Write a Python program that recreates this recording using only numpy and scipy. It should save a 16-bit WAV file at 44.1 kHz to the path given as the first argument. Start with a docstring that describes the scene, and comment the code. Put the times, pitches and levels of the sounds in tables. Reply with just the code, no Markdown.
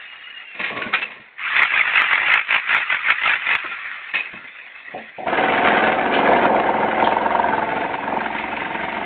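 """A corded breaker hammer pounds masonry in a narrow pit, heard from above.
First its motor whines and runs down, the chisel is shifted with a clatter, then it skitters over the
stone in short bursts. After another run-down and more clatter the worker leans in: the striker, a
weight inside the tool, hits about 22 times a second, ringing the chisel and crumbling the stone."""
import sys
import numpy as np
from scipy import signal
from scipy.fft import rfft, irfft
from scipy.io import wavfile
from scipy.ndimage import uniform_filter1d

SR = 44100
rng = np.random.default_rng(int(sys.argv[2]) if len(sys.argv) > 2 else 0)


def bounce(signal):
    """Save signal as a 16-bit WAV file at the path given by the first command-line argument."""
    frames = np.transpose(np.atleast_2d(signal))
    limited = np.clip(frames, -1, 1)
    pcm = np.round(limited * 32767).astype(np.int16)
    wavfile.write(sys.argv[1], SR, pcm)


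N = 399105
TIME = np.arange(N) / SR

# pushes on the loose chisel: hardest moment t/s, level/dB, swell/s, fade/s, clack rate/Hz, bass/dB
PUSHES = [(1.591, -13, 0.052, 0.072, 35.4, -15.5), (1.774, -16, 0.059, 0.049, 54, -15),
          (1.874, -23.5, 0.043, 0.061, 50, -10), (1.9981, -14, 0.074, 0.063, 48, -19.5),
          (2.131, -14.5, 0.047, 0.056, 44.5, -16.5), (2.215, -24.5, 0.038, 0.093, 65, -5),
          (2.337, -14.5, 0.087, 0.064, 54.5, -17), (2.541, -14.5, 0.051, 0.048, 56, -19),
          (2.7455, -15, 0.062, 0.079, 54.6, -17), (2.922, -17, 0.033, 0.047, 46, -19),
          (3.1025, -15.5, .045, 0.028, 57, -18), (3.274, -15.5, 0.052, 0.084, 50, -13.5),
          (3.5532, -16.5, 0.1, 0.014, 46.5, -12.5)]


def amp(db):
    """Turns decibels into a gain."""
    return 10 ** (np.asarray(db) / 20)


def evened(x):
    """Scales a signal to an average power of one."""
    return x / np.sqrt(np.mean(x ** 2) + 1e-20)


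def curve(rows, **ends):
    """Joins (time, value) points with straight lines."""
    return np.interp(TIME, *np.transpose(rows), **ends)


def drift(hz):
    """A smooth random wobble; a higher hz makes it quicker."""
    keep_slow = np.exp(-(np.fft.rfftfreq(N, 1 / SR) / hz) ** 2)
    return evened(irfft(rfft(rng.standard_normal(N)) * keep_slow, N))


def colour(x, spectrum, modes=(), size=8192):
    """Gives a sound a broad tone colour plus modes, the pitches at which an object likes to ring."""
    hz = np.fft.rfftfreq(size, 1 / SR) + 1
    f, db = np.transpose(spectrum)
    power = evened(amp(np.interp(np.log(hz), np.log(f), db))) ** 2
    for centre, width, mode_db in modes:
        power += evened(1 / (1 + ((hz - centre) / width) ** 2)) ** 2 * amp(mode_db) ** 2
    log_gain = np.log(evened(np.sqrt(power)) + 1e-5)
    mirrored = np.concatenate([log_gain, log_gain[-2:0:-1]])
    response = np.exp(np.conj(signal.hilbert(mirrored)))  # rings after a hit, never before it
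    taps = np.fft.ifft(response).real[:size // 2]
    return signal.oaconvolve(x, taps)[:N]


def shifting(x, depth_db, width_hz, hold_s, size=1024):
    """Random bands of pitch swell and sink, as when a wandering contact wakes different resonances."""
    frames = dict(nperseg=size, noverlap=size * 3 // 4)
    hz, t, spectra = signal.stft(x, SR, **frames)
    across, along = np.fft.fftfreq(len(hz), hz[1])[:, None], np.fft.fftfreq(len(t), t[1])
    smooth = np.exp(-(across * width_hz) ** 2 - (along * hold_s) ** 2)
    patches = evened(np.fft.ifft2(np.fft.fft2(rng.standard_normal(spectra.shape)) * smooth).real)
    gain = evened(amp(depth_db * np.clip(patches, -2, 2)))
    return signal.istft(spectra * gain, SR, **frames)[1][:N]


def hit_shape(t, rise_s, decay_s):
    """The loudness of one hit: it swells quickly and dies away."""
    return (1 - np.exp(-t / rise_s)) * np.exp(-t / decay_s)


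def strikes(times, levels_db, decays, rise_s):
    """One burst of noise for each hit."""
    power, t = np.zeros(N), TIME[:SR // 2]
    for start, db, decay in zip(times, levels_db, np.broadcast_to(decays, len(times))):
        part = power[round(start * SR):][:len(t)]
        part += (amp(db) * hit_shape(t[:len(part)], rise_s, decay)) ** 2
    return np.sqrt(power) * rng.standard_normal(N)


def outdoor_air():
    """A faint, steady hush."""
    tone = [(20, -22), (60, -9), (200, -3.5), (700, 7), (2000, 0), (4400, -13)]  # colour of the air: f/Hz, level/dB
    return amp(-56.5) * colour(rng.standard_normal(N), tone)


def motor(spin_up_s=.09, whirr_db_per_octave=11, whine_db_per_octave=22.5):
    """Gears whine and the casing whirrs; both grow with the motor's speed and sink as it coasts."""
    # motor whine and whirr: swells from t/s, starts sinking t/s, top gear f/Hz, slowing/(Hz per s),
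    # whirr/dB, whine/dB
    swells = [(-1, .42, 2850, 1550, -38.5, -39), (2.55, 3.9, 2400, 640, -35.5, -42.5),
              (7.5, 9.5, 3500, 900, -36.5, -60.5)]
    casing = [(35, -83), (60, -50.5), (220, -34), (500, -37), (754, -21.5), (796, -21), (934, -24),
              (1570, -16), (1910, -4), (2240, -9), (2530, -10), (2820, -20), (3030, -20.5), (3560, -18.5),
              (4250, -50.5), (5520, -78.5), (9350, -120)]  # colour of the casing: f/Hz, level/dB
    casing_modes = [(1387, 64, -13.5), (1940, 510, -3), (2580, 85, -8.5)]  # its resonances: f/Hz, width/Hz, level/dB
    pitch, whirr_db, whine_db = np.zeros((3, N))
    for swell_at, sink_at, top_hz, slowing, top_whirr_db, top_whine_db in swells:
        now = TIME >= swell_at
        t, start_hz = TIME[now], pitch[now][0]
        rising_hz = top_hz + (start_hz - top_hz) * np.exp((swell_at - t) / spin_up_s)
        pitch[now] = rising_hz - slowing * np.maximum(t - sink_at, 0)
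        octaves = np.log2(np.maximum(pitch[now], 1) / top_hz)
        whirr_db[now] = top_whirr_db + whirr_db_per_octave * octaves
        whine_db[now] = top_whine_db + whine_db_per_octave * octaves
    cycles = np.cumsum(pitch * (1 + .012 * drift(150))) / SR
    flutter = .8 + .55 * drift(60)
    whine = np.sin(2 * np.pi * cycles) * flutter * amp(whine_db)
    whirr = rng.standard_normal(N) * amp(whirr_db + 2 * drift(250) + drift(12))
    return whine + shifting(colour(whirr, casing, casing_modes), depth_db=3.8, width_hz=250, hold_s=.08)


def clatter(stroke_s=.046, stroke_db=-12.5, rise_s=.0035):
    """As the tool is shifted, steel clanks on stone and the body bumps the soil."""
    # each contact: t/s, clank/dB, thud/dB, decay/s, ring f/Hz, ring/dB
    contacts = [(.545, -33.5, -44.5, .08, 1380, -42), (.591, -23.5, -32, 0.066, 2660, -31.5),
                (.634, -20.5, -39.5, .05, 1890, -27), (.7, -41, -32, 0.24, 473, -38),
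                (.762, -21, -24.5, 0.026, 1113, -29), (.817, -20.5, -31, 0.02, 1480, -26.5),
                (.86, -28.5, -36, 0.033, 227, -30.5), (.926, -24, -32, 0.017, 1316, -17.5),
                (.935, -11.5, -40.5, 0.022, 1533, -21), (1.015, -19, -47, 0.02, 2640, -21),
                (1.103, -32.5, -56, 0.038, 2550, -33), (1.2, -41, -60, 0.037, 224, -46.5),
                (3.64, -37, -29.5, 0.019, 1446, -26.5), (3.712, -28.5, -43.5, 0.015, 1382, -24),
                (4.137, -17.5, -35, 0.043, 1840, -19), (4.152, -21.5, -36, 0.014, 2520, -17),
                (4.33, -37, -36, 0.03, 212, -35.5), (4.44, -45, -38, 0.013, 1390, -48),
                (4.875, -51.5, -47, 0.094, 1920, -34), (4.975, -34.5, -51, 0.036, 1730, -35)]
    clank_tone = [(290, -47.5), (500, -7), (587, -25), (768, -8.5), (1080, -10.5), (1160, -14), (1290, -14),
                  (1410, -5), (1500, -28), (1620, -3), (2250, -2.5), (2510, 0), (3190, -11), (3720, -12.5),
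                  (4250, -30.5), (5520, -44.5), (9350, -120)]  # steel on stone: f/Hz, level/dB
    chisel_modes = [(1320, 210, -21), (1510, 110, -18.5), (1890, 81, -12), (2180, 53, -8), (2433, 22, -10),
                    (3130, 77, -24)]  # chisel resonances: f/Hz, width/Hz, level/dB
    thud_tone = [(18, -47.5), (30, -26), (113, -10.5), (210, -2), (502, -3), (611, 0.5), (743, -5),
                 (932, -10), (1100, 3), (1430, -24), (2420, -120)]  # body on soil: f/Hz, level/dB
    stroke_step = np.array([stroke_s, stroke_db, stroke_db, 0, 0, stroke_db])
    repeated = np.vstack([contacts + k * stroke_step for k in range(4)])  # a hit and three weaker repeats as the idle striker clatters at its stroke rate
    times, clank_db, thud_db, decays, ring_hz, ring_db = repeated.T
    clank = strikes(times, clank_db, decays, rise_s) * amp(2 * drift(300))
    thud = strikes(times, thud_db, decays, rise_s)
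    ring, t = np.zeros(N), TIME[:SR // 4]
    ring_shape = hit_shape(t, rise_s=.00059, decay_s=.03)
    for start, hz, db in zip(times, ring_hz, ring_db):
        ring[round(start * SR):][:len(t)] += amp(db) * ring_shape * np.sin(2 * np.pi * hz * t)
    ring *= 1 + .8 * drift(120)
    return colour(clank, clank_tone, chisel_modes) + colour(thud, thud_tone) + ring


def push(t, swell, fade):
    """One push on the tool: a flat-topped bell shape, hardest at t = 0."""
    return np.exp(-abs(t / np.where(t < 0, swell, fade)) ** 2.6)


def clacking(uneven_db=5):
    """The loose chisel clacks in its holder at an even pace, about as hard as it is pushed."""
    times, levels_db = [], []
    for peak, db, swell, fade, rate, _ in PUSHES:
        t = np.arange(-4, 5) / rate
        push_db = db + 20 * np.log10(push(t, swell, fade) + 1e-6)
        times.extend(peak + t)
        levels_db.extend(push_db - uneven_db * rng.random(len(t)) ** 2)
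    return strikes(times, levels_db, decays=.006, rise_s=.00098)


def skitter(buzz_hz=50):
    """The unloaded chisel scrapes and buzzes over the stone, clacking with each push."""
    slide_levels = [(1.365, -59), (1.395, -25.5), (1.5, -18.5), (2.25, -23), (2.45, -29), (3.2, -24),
                    (3.6, -27), (3.85, -31.5), (4.12, -35)]  # the tip sliding lightly: t/s, level/dB
    steel_tone = [(410, -41.5), (700, -24), (858, -36.5), (968, -10.5), (1050, -5.5), (1350, -0.5),
                  (1500, -3), (1670, 0), (2060, 2.5), (2580, -1), (3100, -11.5), (3490, -13), (4250, -37),
                  (5520, -60), (9350, -120)]  # scraped steel: f/Hz, level/dB
    steel_modes = [(2586, 24, -16.5)]  # the sliding chisel sings: f/Hz, width/Hz, level/dB
    stone_tone = [(18, -49), (30, -29), (117, -19), (214, -19), (427, -13.5), (598, -9), (851, -2.5),
                  (1000, -0.5), (1300, -14.5), (2200, -120)]  # the low part of the scrape: f/Hz, level/dB
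    hit_times = [1.633, 2.019, 2.340, 2.748, 3.103, 3.552]  # sharp, head-on hits of steel on steel: t/s
    sliding = amp(curve(slide_levels, left=-120, right=-120))
    push_power = np.array([amp(db) * push(TIME - peak, swell, fade)
                           for peak, db, swell, fade, _, _ in PUSHES]) ** 2
    force = np.sqrt(sliding ** 2 + push_power.sum(0))
    bass_shares = amp(np.transpose(PUSHES)[-1]) ** 2
    bass = np.sqrt((sliding * amp(-22)) ** 2 + bass_shares @ push_power)
    cycles = np.cumsum(buzz_hz * (1 + .051 * drift(7.1))) / SR
    buzz = 1 + .1 * np.cos(2 * np.pi * cycles)
    scrape = amp(-3.5 + 2.5 * drift(430)) * buzz * rng.standard_normal(N)
    clacks = clacking() * amp(9)
    steel = colour(scrape * force + clacks, steel_tone, steel_modes)
    steel = shifting(steel, depth_db=3.5, width_hz=160, hold_s=.046)
    stone = colour(scrape * bass + amp(-14) * clacks, stone_tone)
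    clicks = np.bincount(np.round(np.array(hit_times) * SR).astype(int), minlength=N)
    return steel + stone + colour(clicks * amp(13), steel_tone)


def chips(width_hz=600):
    """Each big flake of stone snaps off with a short burst of noise around its own pitch."""
    flakes = [(5.377, -17, 2000, 0.0087), (5.575, -16, 1910, 0.0083), (5.618, -33, 1900, 0.01),
              (5.668, -25, 2000, 0.01), (6.135, -22, 2840, 0.046), (6.221, -26, 1630, .008),
              (6.368, -23, 2900, 0.0088), (6.634, -19, 1530, 0.0065), (7.04, -29.5, 3190, 0.045),
              (8.203, -19, 1440, .014), (8.382, -22.5, 2280, 0.018), (8.565, -23, 2300, 0.015),
              (8.92, -24, 2170, .012)]  # flakes cracking off: t/s, level/dB, f/Hz, decay/s
    snaps, t = np.zeros(N), TIME[:SR // 9]
    pole = np.exp(-np.pi * width_hz / SR)
    for start, db, hz, decay in flakes:
        band = [1, 0, -1, 1, -2 * pole * np.cos(2 * np.pi * hz / SR), pole ** 2]
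        snap = evened(signal.sosfilt([band, band], rng.standard_normal(len(t))))
        snaps[round(start * SR):][:len(t)] += amp(db) * snap * hit_shape(t, .0022, decay)
    return snaps


def blows(age, period, decay, alike, lead_s, rattle):
    """Blows repeat a slowly changing pattern of pit echoes (the share `alike`), plus fresh debris."""
    patterns = rng.standard_normal((3, SR))[:, np.minimum(age * SR, SR - 1).astype(int)]
    weights = np.array([drift(1.7) for _ in patterns])
    echoes = (patterns * weights).sum(0) / np.linalg.norm(weights, axis=0)
    # the sound swells as the striker flies in, dies after the blow, and never stops rattling
    shape = np.maximum(np.exp((age - period) / lead_s), np.exp(-age / decay)) + rattle
    shape /= np.sqrt(uniform_filter1d(shape ** 2, size=8000) + 1e-9)
    return shape * (np.sqrt(alike) * echoes + np.sqrt(1 - alike) * rng.standard_normal(N))


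def crumbling(crunch, force_db):
    """Stone breaks into grit under the tip; grinding needs both force and loose stone."""
    amount = [(5.26, -32.5), (5.4, -25.5), (5.6, -22.5), (5.85, -23), (5.98, -29.5), (6.3, -27.5),
              (6.7, -32.5), (7.06, -29), (7.2, -31), (8.1, -36.5), (8.4, -32.5), (8.6, -34.5),
              (9.05, -33.5)]  # how much stone crumbles: t/s, level/dB
    grind_tone = [(800, -32.5), (1150, -1), (1350, -1.5), (1580, 3), (1780, 1), (2200, -37)]  # stone being ground: f/Hz, level/dB
    grit_tone = [(1030, -28), (1750, 0.5), (1850, 0.5), (2080, 2), (2200, 0.5), (2440, -2.5), (3310, -12),
                 (3830, -21.5), (4250, -43), (5520, -72.5), (9350, -120)]  # loose grit: f/Hz, level/dB
    grit_db = curve(amount)
    grind = colour(crunch * amp((force_db + grit_db) / 2 - 3), grind_tone)
    grit = colour(crunch * amp(grit_db), grit_tone)
    return shifting(grind + grit, depth_db=4, width_hz=80, hold_s=.041)


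def hammer(loose_decay_s=.09, firm_decay_s=.01, knock_hz=915, knock_s=.0045, uneven_db=1.26):
    """The striker drives the ringing chisel into the wall; as the tip beds in, blows stand apart."""
    pace = [(5.261, 16.33), (5.6, 22.31), (5.8, 19.9), (6.2, 23.37), (6.7, 20.28), (6.8, 22.15),
            (6.9, 20.18), (7.3, 22.08), (7.7, 21.47), (7.8, 23.46), (7.9, 21.71), (9.05, 23.06)]  # steady hammering: t/s, blow rate/Hz
    # stumbling thumps before and just as the hammering starts: t/s, level/dB, decay/s
    stumbles = [(4.937, -23, 0.029), (4.959, -27, 0.03), (5.18, -26.5, 0.053), (5.227, -30, 0.044),
                (5.318, -12.5, 0.012), (5.379, -19, 0.077)]
    wall_force = [(5.26, -25.5), (5.41, -19), (5.51, -22), (5.6, -18), (5.82, -18), (6.05, -20.5),
                  (6.29, -16.5), (6.72, -20.5), (6.96, -21.5), (7.05, -18), (7.15, -21.5), (7.38, -20),
                  (7.7, -24.5), (8.02, -27.5), (8.14, -22.5), (8.3, -30.5), (9.05, -30)]  # how hard blows reach the wall: t/s, level/dB
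    bedding = [(5.26, 0.21), (5.9, .03), (6.5, 0.25), (7.0, 0.44), (7.25, 0.69), (7.7, 0.46), (8.25, 0.61),
               (9.05, 0.53)]  # how firmly the tip sits: t/s, firmness (0 loose, 1 firm)
    body_tone = [(25, -34), (70, -11.5), (150, -9), (225, -4), (300, -2.5), (450, -1), (800, -23),
                 (1500, -69.5)]  # the shaking tool: f/Hz, level/dB
    ring_tone = [(450, -36), (650, -29.5), (800, -6.5), (900, 6), (980, -8.5), (1080, 2.5), (1400, -38.5)]  # the ringing chisel: f/Hz, level/dB
    wall_tone = [(25, -40.5), (70, -25), (150, -18), (215, -10.5), (310, -9.5), (390, -6), (480, -5.5),
                 (560, -7), (720, -0.5), (820, -8), (950, -10.5), (1300, -49)]  # the struck wall: f/Hz, level/dB
    wall_modes = [(222.2, 7.2, -14), (262, 5.1, -21.5), (354, 11, -19.5), (539.5, 23, -9.5),
                  (701, 16, -12.5), (757, 11, -6.5)]  # its resonances: f/Hz, width/Hz, level/dB
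    period, force_db, firm = 1 / curve(pace), curve(wall_force), curve(bedding)
    decay = loose_decay_s * (firm_decay_s / loose_decay_s) ** firm
    rattle = .5 - .24 * firm  # a firm tip rattles less between blows
    running = TIME >= pace[0][0]
    strokes = np.cumsum(running / period) / SR
    landings = strokes - .19  # the striker lands a little way into its stroke
    age = landings % 1 * period  # seconds since the last blow
    # each blow gets its own random strength, pitch and crunch
    strength, detune, flake = rng.standard_normal((3, SR))[:, (strokes + .5).astype(int)]
    force = running * amp(uneven_db * strength)

    pound = force * blows(age, period, decay, alike=.8, lead_s=.007, rattle=rattle)
    body = colour(pound * amp(-38), body_tone)  # the tool shakes whatever the tip meets

    chatter = blows(age, period, decay, alike=.75, lead_s=.004, rattle=rattle / 2)
    # the chisel's main resonance swells and dies within a few cycles: a round knock
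    from_blow = ((landings + .5) % 1 - .5) * period  # seconds from the nearest blow
    note = np.sin(2 * np.pi * knock_hz * (1 + .025 * detune) * from_blow)
    knock = evened(running * np.exp(-abs(from_blow) / knock_s) * note)
    knock *= 1 + .47 * drift(380)  # roughened by the stone
    knock *= (decay.min() / decay) ** .84  # the less the tip chatters, the clearer the knock
    chisel = force * amp(force_db - 4.5 + .5 * firm) * (colour(chatter, ring_tone) * amp(-6) + knock)

    thumps = strikes(*np.transpose(stumbles), rise_s=.0033)
    wall = colour(pound * amp(force_db) + thumps, wall_tone, wall_modes)
    wall = shifting(wall, depth_db=1, width_hz=70, hold_s=.15)

    crunch = force * blows(age, period, decay, alike=.56, lead_s=.018, rattle=2.2 * rattle)
    crunch *= amp(3 * drift(270) + flake)
    return body + wall + chisel + chips() + crumbling(crunch, force_db)


def scene():
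    """The tool over faint outdoor air, in one channel."""
    return (outdoor_air() + motor() + clatter() + skitter() + hammer())[None]


def record(dry, edge_hz=4330, top_hz=15800):
    """Rounds loud peaks and cuts the treble; the very hardest peaks still clip with a bright crack."""
    def cut_above(x, hz):
        return signal.oaconvolve(x, signal.firwin(401, hz, window=("kaiser", 9), fs=SR)[None], "same")

    rounded = dry / (1 + (dry / .637) ** 6) ** (1 / 6)
    clipped = np.clip(cut_above(rounded, edge_hz), -.72, .72)
    return cut_above(clipped, top_hz)


dry = scene()
out = record(dry)
bounce(out)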